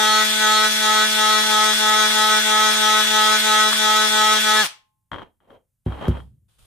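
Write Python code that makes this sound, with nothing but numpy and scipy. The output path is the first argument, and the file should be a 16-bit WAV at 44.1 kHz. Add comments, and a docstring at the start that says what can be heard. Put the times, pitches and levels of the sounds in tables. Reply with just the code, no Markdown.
"""Sanding hard filler, then putting the sander down

An oscillating sander buzzes at a steady speed, built from multiples of its shaft speed, as it is stroked to and fro.
Filtered noise makes the rasp of the grit, and slaps of noise the chatter where the pad rides over the work's edge.
The pad squeals at times; the motor is switched off and brakes, and the tool clatters onto the bench as filtered clicks.
The workpiece is scraped round as noise and bumps the board twice, which booms as dying sines, in a quiet workshop.
"""
import sys
import numpy as np
from scipy import signal
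from scipy.fft import rfft, irfft
from scipy.io import wavfile

SR = 44100
rng = np.random.default_rng(int(sys.argv[2]) if len(sys.argv) > 2 else 0)


def output_pcm(signal):
    """Save a mono or channel-first signal as 16-bit PCM at the path in sys.argv[1].

    Samples are clipped to [-1, 1] before scaling.
    """
    pcm = np.clip(np.atleast_2d(signal).T, -1, 1) * 32767
    wavfile.write(sys.argv[1], SR, np.round(pcm).astype(np.int16))


N = 293688
T = np.arange(N) / SR
HZ = np.fft.rfftfreq(N, 1 / SR)


def amp(db):
    """Turns decibels into gain."""
    return 10 ** (np.asarray(db) / 20)


def unit(x):
    """Scales a signal to rms 1."""
    return x / np.sqrt(np.mean(x ** 2) + 1e-20)


def at_hz(points, hz):
    """Reads a spectrum between its points, on a log-frequency axis."""
    f, value = np.transpose(points)
    return np.interp(np.log(hz + 1), np.log(f + 1), value)


def wander(rate_hz):
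    """A smooth random drift of rms 1, with little movement faster than about rate_hz."""
    spectrum = rfft(rng.standard_normal(N)) * np.exp(-(HZ / rate_hz) ** 2)
    return unit(irfft(spectrum, N))


def colour(x, points):
    """Shapes x by a causal filter with the given spectrum and unit energy, so only the shape matters."""
    log_gain = np.log(amp(at_hz(points, abs(np.fft.fftfreq(8192, 1 / SR)))))
    minimum_phase = np.exp(signal.hilbert(log_gain).conj())
    taps = np.fft.ifft(minimum_phase).real[:3000]
    taps = taps / np.linalg.norm(taps)
    return signal.oaconvolve(x, taps[None], axes=1)[:, :x.shape[1]]


def pair(same, grain_db=0):
    """Left and right noise of given likeness (0-1), its level jumping every 16 samples by grain_db."""
    grain = np.repeat(rng.standard_normal(N // 16 + 1), 16)[:N]
    a, b = rfft(rng.standard_normal((2, N)) * amp(grain_db * grain))
    same = np.clip(same, -1, 1)
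    return unit(irfft(np.array([a, same * a + np.sqrt(1 - same ** 2) * b]), N))


def swells(rows):
    """A bell-shaped gain for each row: centre in seconds, length in seconds, peak in dB."""
    return sum(amp(db) * np.exp(-(2 * (T - s) / length) ** 2) for s, length, db in rows)


def rubs(rows, attack_s, release_db_per_s):
    """Attack, hold and release for each row: start in seconds, length in seconds, level in dB."""
    gain = np.zeros(N)
    for s, length, db in rows:
        attack = np.clip((T - s) / attack_s, 0, 1)
        gain += attack * amp(db - release_db_per_s * np.maximum(T - s - length, 0))
    return gain


def strikes(rows):
    """One single-sample click for each row: time in seconds, level in dB."""
    clicks = np.zeros(N)
    for s, db in rows:
        clicks[round(s * SR)] += amp(db)
    return clicks


def ring(x, modes):
    """Passes x through dying sines, like a struck object: Hz, dB, seconds to fall 60 dB."""
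    t = T[:SR]
    response = sum(amp(db - 60 * t / t60) * np.sin(2 * np.pi * hz * t) for hz, db, t60 in modes)
    return signal.oaconvolve(x, response[None], axes=1)[:, :N]


def high_pass(x, hz):
    """A second-order low cut."""
    return signal.sosfilt(signal.butter(2, hz, "high", fs=SR, output="sos"), x)


# The motor, which brakes after the switch is let go.
# Each row: time in seconds, average speed in shaft turns a second.
SHAFT_SPEED = [(0, 214.6), (1.1, 214.7), (1.3, 214.3), (3.7, 214.4), (4.615, 214.3), (4.63, 205),
               (4.645, 182), (4.675, 125)]


def motor_speed():
    """The motor's speed follows its table, with a very small random wander."""
    times, turns_per_s = np.transpose(SHAFT_SPEED)
    return np.interp(T, times, turns_per_s) * (1 + 0.001019 * wander(14))


# At the end of each stroke the pad bites, tips off the work and chatters on its edge.
# Each row: start in seconds, time off the work in seconds, drop of the drone in dB,
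# bite around the start in dB, chatter level in dB.
STROKE_TURNS = [(0.223, 0.17, 10, 6, -43), (0.665, 0.14, 12, 6.5, -46), (1.04, 0.12, 9.5, 7, -42.5),
                (1.395, 0.088, 6, 2.5, -35), (1.714, 0.062, 16.5, 2.5, -27.5), (2.061, 0.074, 8, 7.5, -30),
                (2.385, 0.052, 15, 7.5, -31), (2.70, 0.11, 5.5, 6, -30), (3.005, 0.089, 11, 4.5, -28.5),
                (3.36, 0.064, 15.5, 6, -31.5), (3.688, 0.093, 15.5, -2, -28.5), (4.06, .04, 11, 5.5, -33),
                (4.372, 0.057, 18, 3.5, -30.5), (4.61, 0.029, 9, 3, -32)]
FIRST_STROKE_S = 0.39


def stroke_angle(t):
    """The hand goes to and fro once between turns: a full circle from the middle of one to the next."""
    middles = [s + length / 2 for s, length, *_ in STROKE_TURNS]
    times = [middles[0] - FIRST_STROKE_S] + middles
    return 2 * np.pi * np.interp(t, times, np.arange(len(STROKE_TURNS) + 1))


# The pad also bites in mid-stroke when it is pushed harder.
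# Each row: centre in seconds, length in seconds, bite in dB.
MID_STROKE_PUSHES = [(0.442, .07, 6.5), (3.6, .1, 9.5), (4.497, .07, 4)]
TIP_S, SETTLE_S = .035, 0.03  # the pad tips off quickly and settles back gradually
DRONE_START_DB, LEAN_DB_PER_S = 0.86, 0.34  # the hand leans harder as the work goes on
BITE_RISE_S, BITE_FALL_S = 0.098, 0.028  # the bite builds up before each turn and dies away after it


def pressure(t):
    """How hard the pad bears on the work: drone of the work and bite of the pad, both in dB."""
    drone = DRONE_START_DB + LEAN_DB_PER_S * t
    bite = sum(db * np.exp(-(2 * (t - s) / length) ** 2) for s, length, db in MID_STROKE_PUSHES)
    for s, length, drop_db, bite_db, _ in STROKE_TURNS:
        age = t - s
        tipped = np.clip(age / TIP_S, 0, 1) * np.exp(-np.maximum(age - length, 0) / SETTLE_S)
        drone = drone - drop_db * tipped
        build_up = np.minimum(age, 0) / BITE_RISE_S
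        die_away = (np.maximum(age, 0) / BITE_FALL_S) ** 2
        bite = bite + bite_db * np.exp(build_up - die_away)
    return drone, bite


# Low multiples ("orders") of the shaft speed, from the first up, before pressure and braking change them.
# Each row: left level in dB, right level in dB.
LOW_ORDERS = [(-43, -33), (-43, -28.5), (-35, -40), (-25.5, -29), (-37, -40.5), (-24, -22.5), (-27, -24),
              (-26.5, -25.5), (-25.5, -29), (-27.5, -41), (-33, -37), (-45, -42), (-35.5, -36),
              (-40.5, -37), (-30.5, -32.5), (-23, -27.5), (-30, -30.5)]
# How far the left side leads the right on each of these orders. Each entry: a lead in radians.
LOW_LEADS = [-.8, 2.4, .4, 1, .5, -.1, .4, 1.5, .4, -2.1, .4, 2.9, -2.5, -1.3, -.3, 1.8, 2.1]
# The higher orders follow one broad outline.
# Each row: frequency in Hz, left level in dB, right level in dB.
UPPER_ORDERS = [(3860, -34, -37.5), (3770, -29, -30.5), (4400, -41, -41.5), (5520, -32.5, -47.5),
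                (5500, -37.5, -37.5), (6710, -35.5, -45), (7600, -46, -43), (8600, -42, -47),
                (11000, -58.5, -60.5)]
UPPER_LEAD = 1.5  # radians, to the left and right by turns


def order_level(k):
    """Left dB, right dB and left lead of one multiple of the shaft speed."""
    if k <= len(LOW_ORDERS):
        return *LOW_ORDERS[k - 1], LOW_LEADS[k - 1]
    order_hz = k * SHAFT_SPEED[0][1]
    hz, left_db, right_db = np.transpose(UPPER_ORDERS)
    return np.interp(order_hz, hz, left_db), np.interp(order_hz, hz, right_db), UPPER_LEAD * (-1) ** k


RATTLE_DB, RATTLE_FOLLOW = -4.1, 0.069  # rattle of the pad, and the share of the drone's changes it follows
HUM_ARCH_DB, WHINE_ARCH_DB = -0.5, -0.5  # both are slightly weaker in mid-stroke


def contact_level(k, drone, bite, arch, hum_follow=0.65, whine_follow=0.027, top_follow=0.34, bite_share=.4):
    """Change of one order in dB as the pad presses on the work and the hand strokes."""
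    # the low hum and the whine come from the tool itself; the middle orders from its contact with the work
    if k == 1:
        return 0 * drone
    if k < 4:
        return (hum_follow * drone + HUM_ARCH_DB * arch) / (k - 1)
    if k < 7:
        return 1.2 * drone if k == 4 else drone
    if k < 12:
        rattle = RATTLE_DB + RATTLE_FOLLOW * drone
        return rattle + (bite if k == 7 else bite_share * bite)
    if k == 16:  # the gear whine
        return whine_follow * drone + WHINE_ARCH_DB * arch
    return top_follow * drone + WHINE_ARCH_DB / 2 * arch


def buzz(angle, speed, dispersion=.36, waver=0.038, waver_hz=18, sway=0.036, ear_lag=.12,
         whine_unrest=0.057, braking_db=70, count=54):
    """Each swing of the pad kicks the tool and the work, giving a row of unsteady orders of the shaft speed."""
    t = T[::128]  # the slow changes are worked out on a coarse clock
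    drone, bite = pressure(t)
    # each order loses braking_db for a tenfold drop in speed
    slowing = braking_db * np.log10(np.minimum(np.interp(t, T, speed) / SHAFT_SPEED[0][1], 1))
    moving = np.interp(t, [SHAFT_SPEED[-2][0], SHAFT_SPEED[-1][0]], [1, 0])
    stroke = stroke_angle(t)
    arch = -np.cos(stroke)  # highest in mid-stroke
    out = np.zeros((2, N))
    turn, swing = np.ones(N, complex), np.exp(1j * angle)
    for k in range(1, count):
        turn = turn * swing
        left_db, right_db, lead = order_level(k)
        db = slowing + contact_level(k, drone, bite, arch)
        phase = -dispersion * k ** 2
        if k > 10:
            phase += rng.uniform(0, 2 * np.pi)
        # higher orders waver more, the weak fifth more than its neighbours, the gear whine very little
        unsteady = k * (whine_unrest if k == 16 else 2.6 if k == 5 else 1)
        wavering = waver * unsteady
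        # the bench's reflection comes and goes as the tool moves
        share = min(2 * sway * unsteady, .6)
        echo_swing = (1.85 + 0.013 * k) * np.sin(stroke + rng.uniform(0, 2 * np.pi))
        echo_phase = rng.uniform(0, 2 * np.pi) + echo_swing
        for ear, (ear_db, shift) in enumerate([(left_db, lead / 2), (right_db, -lead / 2)]):
            knots = rng.standard_normal((2, int(2 * waver_hz * T[-1]) + 2))
            knot_times = np.linspace(0, T[-1], knots.shape[1])
            unrest = np.interp(t, knot_times, knots[0] + 1j * knots[1])
            echo = share * np.exp(1j * (echo_phase + ear * k * ear_lag))
            gain = moving * amp(ear_db + db) * np.exp(1j * (phase + shift))
            gain = gain * (1 + echo + wavering * unrest)
            gain /= np.sqrt((1 + share ** 2 + wavering ** 2) / 2)
            out[ear] += (np.interp(T, t, gain) * turn).real
    return out


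GRIT_DB, GRIT_STOP_S, GRIT_DROP_DB, GRIT_FADE_DB_PER_S = -24.5, 4.665, 13, 260


def friction(stop_s=.02):
    """Level of the grit in dB: steady until the pad stops, then a drop and a short fade."""
    age = np.maximum(T - GRIT_STOP_S, 0)
    return GRIT_DB - GRIT_DROP_DB * np.minimum(age / stop_s, 1) - GRIT_FADE_DB_PER_S * age


# Tone of the sanding noise. Each row: frequency in Hz, relative level in dB per Hz.
GRIT_COLOUR = [(25, -32), (70, -22), (320, -18), (550, -10.5), (900, -4.5), (2600, 3.5), (3500, 2),
               (5200, -2.5), (7400, -4.5), (8600, -2.5), (10500, -6.5), (15000, -11.5)]
# How alike its left and right are. Each row: frequency in Hz, likeness from 0 to 1.
GRIT_LIKENESS = [(100, 1), (500, 0), (1500, 0.17), (3000, 0), (12000, 0)]
# Its balance. Each row: frequency in Hz, left minus right in dB.
GRIT_LEFT_RIGHT = [(200, 1), (2000, 1.5), (5500, 1.5), (8000, 3.5), (9200, -1), (12000, -0.5)]
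GRIT_ARCH_DB = -0.22  # slightly weaker in mid-stroke


def rasp(angle, flicker_db=1, skate=0.14, body_follow=0.69, body_hz=1200, mirror=0.26, mirror_s=.00022,
         mirror_move=.2):
    """Grit scratches on both halves of each swing; its body follows the pressure, its hiss rises as the pad skates."""
    pad_speed = 1 + .55 * np.cos(2 * angle) + .08 * np.cos(angle)
    gate = unit(pad_speed) * amp(flicker_db * wander(60))
    grit = colour(pair(at_hz(GRIT_LIKENESS, HZ), grain_db=-1.0) * gate, GRIT_COLOUR)
    # a bounce off the moving tool body cuts drifting notches
    late = T - mirror_s * (1 + mirror_move * wander(4.2))
    grit = unit(np.array([ear + mirror * np.interp(late, T, ear) for ear in grit]))
    spectrum = rfft(grit) * amp(np.outer([.5, -.5], at_hz(GRIT_LEFT_RIGHT, HZ)))
    low = 1 / (1 + (HZ / body_hz) ** 6)
    drone, _ = pressure(T)
    body = irfft(spectrum * low, N) * amp(body_follow * drone)
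    hiss = irfft(spectrum * (1 - low), N) * amp(-skate * drone)
    return (body + hiss) * amp(friction() - GRIT_ARCH_DB * np.cos(stroke_angle(T)))


# Something nearby rings along with the buzz.
# Each row: frequency in Hz, level in dB, seconds to fall 60 dB.
SYMPATHY_MODES = [(852, -84, .7), (1062, -75, .7)]


def sympathetic_ring(sander):
    """A nearby object rings at its own pitches when the sander's sound drives it."""
    return ring(sander, SYMPATHY_MODES)


# Tone of the quiet background. Each row: frequency in Hz, relative level in dB per Hz.
AIR_COLOUR = [(25, -0.5), (115, 2), (400, -29), (5000, -34.5), (9300, -23.5), (15000, -27.5)]
AIR_DB = -75.5


def background_air():
    """Steady, very soft filtered noise, much alike on both sides."""
    return amp(AIR_DB) * colour(pair(.8), AIR_COLOUR)


# How fast the workshop's echo dies. Each row: frequency in Hz, seconds to fall 60 dB.
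ROOM_DECAY = [(100, 0.56), (450, .3), (900, 0.27), (3000, 0.27), (8000, 0.22), (15000, 0.062)]


def room(x):
    """A short workshop tail of noise, each band dying at its own speed."""
    hz, t, z = signal.stft(rng.standard_normal((2, SR // 2)), SR, nperseg=256)
    decay = amp(-60 * t / at_hz(ROOM_DECAY, hz)[:, None])
    tail = signal.istft(z * decay, SR, nperseg=256)[1]
    tail *= np.clip(T[:tail.shape[1]] / 0.023, 0, 1)  # the tail builds up over 23 ms
    return signal.fftconvolve(x, tail / np.linalg.norm(tail[0]), axes=1)[:, :N]


def locked_mode(angle, rows, order):
    """A mode of the pad locks on to one order of the swing, 4 dB stronger on the left."""
    return swells(rows) * np.cos(order * angle + .5 * wander(25)) * amp([[4], [0]])


# Squeals of the pad. Each row: centre in seconds, length in seconds, peak on the right in dB.
PAD_SQUEALS = [(.14, 0.15, -25), (.56, 0.13, -25.5), (.99, 0.11, -30), (1.34, .12, -29.5),
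               (4.6, 0.087, -29)]


def squeal(angle):
    """The pad squeals briefly on its twentieth order."""
    return locked_mode(angle, PAD_SQUEALS, order=20)


# Tone of the chatter. Each row: frequency in Hz, relative level in dB per Hz.
CHATTER_COLOUR = [(250, -34.5), (1200, 2), (1800, 5), (2600, -17.5), (3500, -5), (4600, -9), (15000, -28.5)]
CHATTER_SHARE = 0.68  # it holds for this share of the time off the work, then fades
CHATTER_ATTACK_S, CHATTER_RELEASE_DB_PER_S = .018, 324.5


def chatter(angle, sharpness=1.2, uneven_db=3.5):
    """On an edge the pad slaps the work unevenly, once a swing."""
    slaps = unit(np.exp(sharpness * np.cos(angle)) * amp(uneven_db * wander(120)))
    edges = [(s, CHATTER_SHARE * length, db) for s, length, _, _, db in STROKE_TURNS]
    slapping = colour(pair(0.42) * slaps, CHATTER_COLOUR)
    return slapping * rubs(edges, CHATTER_ATTACK_S, CHATTER_RELEASE_DB_PER_S)


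# A howl as the pad leaves the work. Each row: centre in seconds, length in seconds, peak on the right in dB.
PAD_HOWL = [(4.599, 0.069, -20)]


def howl(angle):
    """The pad howls on its eighth order."""
    return locked_mode(angle, PAD_HOWL, order=8)


# Things slide on the bench. Each row: start in seconds, length in seconds, level in dB.
BENCH_SLIDES = [(5.114, 0.042, -36.5), (5.182, 0.046, -42.5), (5.404, 0.09, -65.5), (5.497, .05, -53.5),
                (5.86, 0.32, -39.5), (6.01, .075, -37)]
# Tone of the scraping. Each row: frequency in Hz, relative level in dB per Hz.
SCRAPE_COLOUR = [(80, 3.5), (300, 2), (550, 3), (900, 2.5), (1500, -6), (2500, -15.5), (3250, -13),
                 (3900, -17), (4800, -32), (15000, -43)]
SLIDE_ATTACK_S, SLIDE_RELEASE_DB_PER_S = 0.0057, 350


def scrapes():
    """Rough sliding contact makes grainy noise whose level flickers."""
    noise = pair(0.43, grain_db=1) * amp(1.45 * wander(90))
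    return colour(noise, SCRAPE_COLOUR) * rubs(BENCH_SLIDES, SLIDE_ATTACK_S, SLIDE_RELEASE_DB_PER_S)


# Hard parts knock on the bench. Each row: time in seconds, relative level in dB.
BENCH_KNOCKS = [(5.1175, -10.5), (5.1325, -12.5), (5.1435, -13), (5.152, -19), (5.1615, -18), (5.184, -18),
                (5.1945, -21), (5.219, -22), (5.404, -46), (5.505, -32.5), (5.923, -22), (6.055, -14),
                (6.082, -19), (6.203, -27)]
# Tone of a knock. Each row: frequency in Hz, relative level in dB per Hz.
KNOCK_COLOUR = [(40, -10), (90, 13), (200, -18), (600, -3.5), (1100, 12.5), (2000, 2), (2600, -22),
                (3300, 3.5), (4500, -27), (9000, -32), (15000, -56)]


def knocks(knock_db=7.0):
    """Each hard contact is a filtered click, 8 dB stronger on the left."""
    clicks = strikes(BENCH_KNOCKS) * amp([[knock_db + 0.5], [knock_db - 7.5]])
    return colour(clicks, KNOCK_COLOUR)


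# The block is turned in the hand. Each row: start in seconds, length in seconds, level in dB.
BLOCK_RUB = [(5.46, 0.083, -51.5)]
# Its hollow tone. Each row: frequency in Hz, relative level in dB per Hz.
HOLLOW_COLOUR = [(100, -16), (350, -5), (520, 2), (720, -6), (1100, -19), (4000, -42)]


def hollow_rub():
    """Skin rubbing the block gives a soft noise with a hollow peak."""
    return colour(pair(0.68), HOLLOW_COLOUR) * rubs(BLOCK_RUB, attack_s=.055, release_db_per_s=280)


def handling():
    """Scraping, knocks and rubbing make the block and a metal part ring along."""
    contacts = scrapes() + knocks() + hollow_rub()
    return contacts + ring(contacts, [(565, -52, 0.068), (3144, -43, 0.033), (3252, -33, 0.047)])


# Soft grainy hiss: the first row comes with the long scrape on the bench, the later rows are a hand brushing
# near the microphone. Each row: start in seconds, length in seconds, level in dB.
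SOFT_HISSES = [(5.85, 0.36, -59), (6.48, 0.086, -64.5), (6.58, 0.089, -57)]
# Tone of the brushing. Each row: frequency in Hz, relative level in dB per Hz.
BRUSHING_COLOUR = [(40, 7), (90, 9), (280, -14), (1400, -12), (2200, -19), (3200, -9), (6000, -21),
                   (9500, -13), (15000, -26)]
BRUSH_ATTACK_S, BRUSH_RELEASE_DB_PER_S = 0.011, 180


def brush():
    """Light rubbing makes faint, grainy noise."""
    noise = colour(pair(0.27, grain_db=2.0), BRUSHING_COLOUR)
    return noise * rubs(SOFT_HISSES, BRUSH_ATTACK_S, BRUSH_RELEASE_DB_PER_S)


# Heavy bumps; the last two rows fall almost together.
# Each row: time in seconds, level in dB, extra level of the bench's lowest sway in dB.
BOARD_BUMPS = [(5.863, -16, -3), (6.078, -24.5, 11.5), (6.0832, -11, -7)]
# How the board rings. Each row: frequency in Hz, level in dB, seconds to fall 60 dB.
BOARD_MODES = [(100.5, 1, 0.15), (152, -1, 0.13), (187, -13.5, 0.18), (242, -7, 0.14), (355, -10.5, 0.13),
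               (517, -30, 0.25)]
# The bench's lowest sway. Each row: frequency in Hz, level in dB, seconds to fall 60 dB.
SWAY_MODES = [(66.4, -2.5, 0.36)]


def bumps(rumble_db=-26, rumble_t60=0.75, low_cut_hz=52):
    """The board booms under each bump, the bench sways and trembles on."""
    blows = strikes([(s, db) for s, db, low_db in BOARD_BUMPS])[None]
    shoves = strikes([(s, db + low_db) for s, db, low_db in BOARD_BUMPS])[None]
    tremble = signal.oaconvolve(blows[0], amp(-60 * T[:SR] / rumble_t60))[:N]
    rumble = colour(pair(1.0), [(25, -29), (65, 3), (130, 1), (300, -21), (5000, -93)])
    boom = ring(blows, BOARD_MODES) + ring(shoves, SWAY_MODES) + amp(rumble_db) * tremble * rumble
    return signal.sosfilt(signal.butter(4, [low_cut_hz, 680], "band", fs=SR, output="sos"), boom)


def snap(level_db=-42, t60=0.097):
    """The hardest bump comes with a short bright crack of noise, starting 3 ms before it."""
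    age = T - BOARD_BUMPS[-1][0] + .003
    crack = colour(pair(.4), [(300, -7), (3000, -1), (6000, -2), (15000, -5.5)])
    return crack * (age > 0) * amp(level_db - 60 * np.maximum(age, 0) / t60)


def scene():
    """The sander, then the handling, in a quiet workshop."""
    speed = motor_speed()
    angle = 2 * np.pi * np.cumsum(speed) / SR
    tone = buzz(angle, speed)
    noise = rasp(angle) + squeal(angle) + chatter(angle)
    bench = handling() + bumps() + snap()
    direct = tone + noise + howl(angle) + bench + brush()
    tone_to_room = amp(-18.5) * high_pass(high_pass(tone, hz=750), hz=600)
    wet = room(tone_to_room + amp(-13.0) * noise + amp(-28.5) * bench)
    return direct + sympathetic_ring(tone + noise) + background_air() + wet


MIC_LOW_CUT_HZ, EDGE_HZ = 31, 15500


def record(dry):
    """The microphone's low cut and the recorder's steep upper band limit."""
    dry = high_pass(dry, MIC_LOW_CUT_HZ)
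    band_limit = signal.firwin(511, EDGE_HZ, window=("kaiser", 9), fs=SR)
    return signal.oaconvolve(dry, band_limit[None], "same")


dry = scene()
out = record(dry)
output_pcm(out)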